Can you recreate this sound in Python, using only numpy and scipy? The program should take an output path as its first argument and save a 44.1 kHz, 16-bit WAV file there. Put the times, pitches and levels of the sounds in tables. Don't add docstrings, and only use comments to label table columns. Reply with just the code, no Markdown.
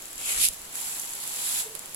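import sys
import numpy as np
from scipy import signal
from scipy.fft import rfft, irfft
from scipy.io import wavfile
from scipy.ndimage import uniform_filter1d

SR = 44100
rng = np.random.default_rng(int(sys.argv[2]) if len(sys.argv) > 2 else 0)


def log_audio(samples):
    frames = np.atleast_2d(samples).T
    limited = np.clip(frames, -1, 1)
    pcm = np.round(limited * 32767).astype(np.int16)
    wavfile.write(sys.argv[1], SR, pcm)


N = 85995
TIME = np.arange(N) / SR


# time in seconds, level in dB, landings per second.
LANDINGS = [(.71, -51, 950), (.735, -45, 960), (0.753, -35, 5700), (0.878, -33.5, 5900),
            (1.051, -37.5, 2700), (1.201, -38.5, 4300), (1.351, -34.5, 6700), (1.49, -29.5, 16000),
            (1.55, -29.3, 13000), (1.602, -28, 11000), (1.635, -35, 14000), (1.699, -51.5, 2500)]
# frequency in Hz, gain in dB.
SPLASH_SPECTRUM = [(100, -16), (450, -25), (900, -9), (1500, -4.5), (2400, -5), (3400, -3), (6000, -1),
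                   (10000, 0.5), (15500, -3)]
LANDING_SPREAD_DB, BULK_PER_S = 1, 17000

def shower(bubble_share=.1, pitches=24, decay_cycles=4):
    s, _, per_s = np.transpose(LANDINGS)
    rate = np.interp(TIME, s, per_s)
    t, bubbles = TIME[:SR // 50], np.zeros((2, N))
    for hz in np.linspace(2580, 14040, pitches):
        ring = unit_rms(np.sin(2 * np.pi * hz * t) * np.exp(-hz * t / decay_cycles))
        births = impacts(rate * bubble_share / pitches, LANDING_SPREAD_DB)
        bubbles += signal.oaconvolve(births, ring[None])[:, :N]
    slaps = impacts(rate, LANDING_SPREAD_DB)
    patter = np.sqrt(1 - bubble_share) * slaps + np.sqrt(bubble_share) * unit_rms(bubbles)
    sizzle = unit_rms(resonate(impacts(BULK_PER_S, LANDING_SPREAD_DB), hz=7450, width_hz=980))
    patter[0] += amp(-17.5) * sizzle[0]
    return colour(patter * envelope(LANDINGS), SPLASH_SPECTRUM)


# frequency in Hz, gain in dB.
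CAVITY_SPECTRUM = [(100, -24), (500, -15), (900, 2.5), (1250, -10), (2200, -4), (8000, -25)]

def cavities(growth=.48):
    pulses = impacts(980, LANDING_SPREAD_DB) * envelope(LANDINGS) ** growth
    return amp(-18.5) * colour(pulses, CAVITY_SPECTRUM)


# time in seconds, level in dB.
BULK_LEVEL = [(1.2, -39), (1.33, -40), (1.41, -35), (1.5, -33.5), (1.6, -34), (1.66, -54)]
# frequency in Hz, gain in dB.
CHURN_SPECTRUM = [(100, -27), (1500, -19), (2400, -19), (3300, 2), (5000, 1.5), (6500, -16), (10000, -0.5),
                  (15500, -15)]

def churn():
    return colour(impacts(BULK_PER_S, LANDING_SPREAD_DB) * envelope(BULK_LEVEL), CHURN_SPECTRUM)


# time in seconds, level in dB.
SLIDE_LEVEL = [(.16, -51), (.2, -37.5), (.25, -34), (.29, -28), (.32, -27.5), (.375, -31), (.44, -32.5),
               (.5, -48)]
SPRAY_LEVEL = [(.36, -34), (.395, -28.5), (.42, -21), (.455, -18.5), (.475, -26), (.5, -40), (.57, -49)]
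RUB_LEVEL = [(.17, -78), (.21, -32), (.3, -59), (.4, -43), (.55, -83), (1.742, -86), (1.752, -30),
             (1.785, -45.5), (1.83, -39.5), (1.95, -57)]
# frequency in Hz, gain in dB.
SLIDE_SPECTRUM = [(100, -21), (400, -9.5), (900, -6.5), (1600, -1), (2100, -11), (2700, -0.5), (3700, 1),
                  (5600, -1.5), (7000, 2), (9000, 2.5), (11500, -1.5), (15500, -9)]
SPRAY_SPECTRUM = [(100, -25), (800, -24), (1500, -25), (2400, -1), (3600, 1), (5500, 1), (7300, -3.5),
                  (9000, 3), (11500, -0.5), (15500, -7.5)]
RUB_SPECTRUM = [(100, -8), (400, -2), (1000, 0), (1800, -5), (4000, -13), (10000, -13), (15500, -20)]

def scoop(per_s=9000, spread_db=2):
    knocks = impacts(per_s, spread_db) * envelope(SLIDE_LEVEL)
    spray = colour(impacts(per_s, spread_db) * envelope(SPRAY_LEVEL), SPRAY_SPECTRUM)
    ring = hollow(knocks) * amp([[0], [-9]])
    rub = colour(air_noise() * envelope(RUB_LEVEL), RUB_SPECTRUM)
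    return colour(knocks, SLIDE_SPECTRUM) + ring + spray + rub


# nominal frequency in Hz, width in Hz, gain in dB.
HOLLOW_MODES = [(2200, 340, 2.5), (2520, 590, 4), (3050, 870, 0.5)]
# time in seconds, ratio to the nominal frequency.
HOLLOW_GLIDE = [(.25, 1.055), (.37, 0.917)]

def hollow(knocks):
    ratio = np.interp(TIME, *np.transpose(HOLLOW_GLIDE))
    return sum(amp(db) * resonate(knocks, hz * ratio, width) for hz, width, db in HOLLOW_MODES)


# time in seconds, relative level in dB, eddy rate in Hz.
SWING = [(.15, -28, 30), (.335, -31, 28), (.36, -17, 36), (.405, -16.5, 68), (.45, -17, 40),
         (.495, -19, 20), (.54, -29, 20), (.65, -31, 40), (.8, -48, 20)]
# frequency in Hz, gain in dB.
PUFF_SPECTRUM = [(20, -3.5), (45, -6.5), (75, -11), (120, -22), (250, -21), (1000, -82)]

def gust(pan_db=4):
    s, _, eddy_hz = np.transpose(SWING)
    eddies = unit_rms(resonate(air_noise(), np.interp(TIME, s, eddy_hz), width_hz=37))
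    puff = colour(air_noise() * envelope(SWING), PUFF_SPECTRUM)
    return (puff + amp(-35) * eddies * envelope(SWING)) * pan(pan_db)


# start in seconds, relative level in dB,
# left minus right in dB, amount of slap from 0 to 1.
STRAY_PELLETS = [(0.0226, -14, 5, 0), (0.0397, -19, -6, 0), (0.0558, -17, 9, 0), (0.0826, -18, -1, 0),
                 (0.1132, -20, -6, 0), (0.1297, -17, 2, .3), (0.1327, -18, -3, .2), (0.1566, -16, -3, .1),
                 (0.1797, -12, 5, .1), (0.2582, -11, 8, .1), (0.4863, 2, -2, 0), (0.4873, -4, 0, 0),
                 (0.5355, -12, 1, 0), (0.5445, -14.5, 0, 0), (0.6178, -17, -1, .2), (0.7552, -8, 5, .1),
                 (0.8154, -10, -6, .2), (0.9961, -12, 12, 0), (0.9995, -8.5, -7, 0), (1.1072, -12, -1, .1),
                 (1.135, -12, 7, 0), (1.1529, -14, -8, 0), (1.238, -12, -4, .9), (1.2767, -6, -7, 0),
                 (1.2929, -12, -4, .3), (1.3627, -12, 0, .2), (1.491, -9, 1, .7), (1.7522, -11, -7, .6),
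                 (1.7633, -17, -4, .4), (1.7932, -8.5, -2, 0), (1.8587, -16, -8, 0), (1.8944, -23, -12, 0),
                 (1.946, -12, -14, 0)]
# frequency in Hz, gain in dB.
TICK_SPECTRUM = [(200, -22), (1000, -21), (4000, -11), (7500, 1.5), (11000, -2), (15500, -6.5)]
SLAP_SPECTRUM = [(200, -10), (1000, -4.5), (3000, -2.5), (5500, 3), (8000, -8), (15500, -4)]

def strays(size=400, scatter=.2, decay_s=.0009):
    ticks, slaps = np.zeros((2, 2, N))
    for s, db, pan_db, slap in STRAY_PELLETS:
        tick = scatter * rng.standard_normal((2, size)) * np.exp(-TIME[:size] / decay_s)
        tick[:, 0] = 1
        tick[0] = np.roll(tick[0], round(LEFT_DELAY_S * SR))
        tick /= np.linalg.norm(tick, axis=1, keepdims=True)
        tick *= amp(db) * pan(pan_db)
        add(ticks, s, tick)
        add(slaps, s, slap * tick)
    return amp(-.5) * (colour(ticks, TICK_SPECTRUM) + colour(slaps, SLAP_SPECTRUM))


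# start in seconds, length in seconds, level in dB, pitch in Hz.
AIR_POCKETS = [(1.621, 0.035, -51, 470), (1.656, 0.03, -43, 434), (1.681, .024, -52, 418),
               (1.698, 0.044, -49, 441), (1.736, 0.027, -50, 403)]

def plops(skew=.75, waver_depth=.055):
    out = np.zeros(N)
    for s, length, db, hz in AIR_POCKETS:
        progress = np.linspace(0, 1, round(length * SR))
        swell = np.sin(np.pi * progress ** skew)
        waver = unit_rms(uniform_filter1d(rng.standard_normal(N), size=200))[:len(progress)]
        cycles = np.cumsum(hz * (1 + waver_depth * waver)) / SR
        add(out, s, amp(db) * swell * unit_rms(np.sin(2 * np.pi * cycles)))
    return out


# frequency in Hz, gain in dB.
AIR_SPECTRUM = [(20, -36), (60, -44.5), (150, -39), (400, -38.5), (900, -39), (2000, -42), (5500, -42.5),
                (10000, -45), (15500, -44)]

def pond():
    hiss = colour(air_noise(), AIR_SPECTRUM)
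    return hiss + amp(-50.5) * colour(impacts(per_s=580, spread_db=4), TICK_SPECTRUM)


# frequency in Hz, correlation from 0 to 1.
PORT_CORRELATION = [(30, .88), (180, .92), (400, .72), (750, .25), (1400, 0), (16000, 0)]

def air_noise():
    common, separate = rfft(rng.standard_normal((2, N)))
    alike = at_hz(PORT_CORRELATION, np.fft.rfftfreq(N, 1 / SR))
    return irfft(np.array([common, alike * common + np.sqrt(1 - alike ** 2) * separate]), N)


LEFT_DELAY_S, DELAY_SCATTER_S = .00025, .0003

def impacts(per_s, spread_db):
    at = np.flatnonzero(rng.random(N) < per_s / SR)
    size_db = spread_db * np.minimum(rng.exponential(1, N), 4)
    size = amp(size_db) * rng.choice([-1, 1], N) / np.sqrt(per_s)
    lag = (rng.random((2, N)) * DELAY_SCATTER_S + [[LEFT_DELAY_S], [0]]) * SR
    arrivals = at + lag[:, at].astype(int)
    heights = (size * rng.uniform(.35, 1, (2, N)))[:, at]
    return unit_rms(np.array([np.bincount(arrivals[c], heights[c], N)[:N] for c in range(2)]))


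def resonate(x, hz, width_hz):
    carrier = np.exp(2j * np.pi * np.cumsum(hz * np.ones(N)) / SR)
    pole = np.exp(-np.pi * width_hz / SR)
    return 2 * (carrier * signal.lfilter([(1 - pole) ** 2], [1, -2 * pole, pole ** 2], x / carrier)).real


def colour(x, spectrum, size=4096):
    log_gain = np.log(amp(at_hz(spectrum, abs(np.fft.fftfreq(size, 1 / SR)))))
    taps = np.fft.ifft(np.exp(np.conj(signal.hilbert(log_gain)))).real[:size // 2]
    return np.array([signal.fftconvolve(row, taps)[:N] for row in np.atleast_2d(x)])


def at_hz(rows, hz):
    row_hz, value = np.transpose(rows)
    return np.interp(np.log(hz + 1), np.log(row_hz), value)


def envelope(rows):
    s, db = np.transpose(rows)[:2]
    return amp(np.interp(TIME, s, db, left=-120, right=-120))


def amp(db):
    return 10 ** (np.asarray(db) / 20)


def pan(db):
    return amp([[db / 2], [-db / 2]])


def unit_rms(x):
    return x / np.sqrt(np.mean(x ** 2) + 1e-20)


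def add(mix, s, sound):
    part = mix[..., round(s * SR):][..., :sound.shape[-1]]
    part += sound[..., :part.shape[-1]]


def scene():
    return scoop() + gust() + shower() + cavities() + churn() + strays() + plops() + pond()


# frequency in Hz, gain in dB.
LEFT_RESPONSE = [(900, -1.5), (3000, 3), (5600, 1), (6600, 5), (7650, 11), (8500, 2.5), (9500, -3.5),
                 (12000, -9.5), (15500, -6.5)]
RIGHT_RESPONSE = [(900, -1), (2000, -2.5), (5500, -1.5), (8000, -1), (9600, 5), (10800, 13), (12500, 4.5),
                  (14000, 0.5), (15500, -3.5)]

def record(dry, cutoff_hz=15900):
    heard = np.vstack([colour(dry[0], LEFT_RESPONSE), colour(dry[1], RIGHT_RESPONSE)])
    low_pass = signal.firwin(511, cutoff_hz, window=("kaiser", 9), fs=SR)
    return signal.oaconvolve(heard, low_pass[None], "same")


dry = scene()
out = record(dry)
log_audio(out)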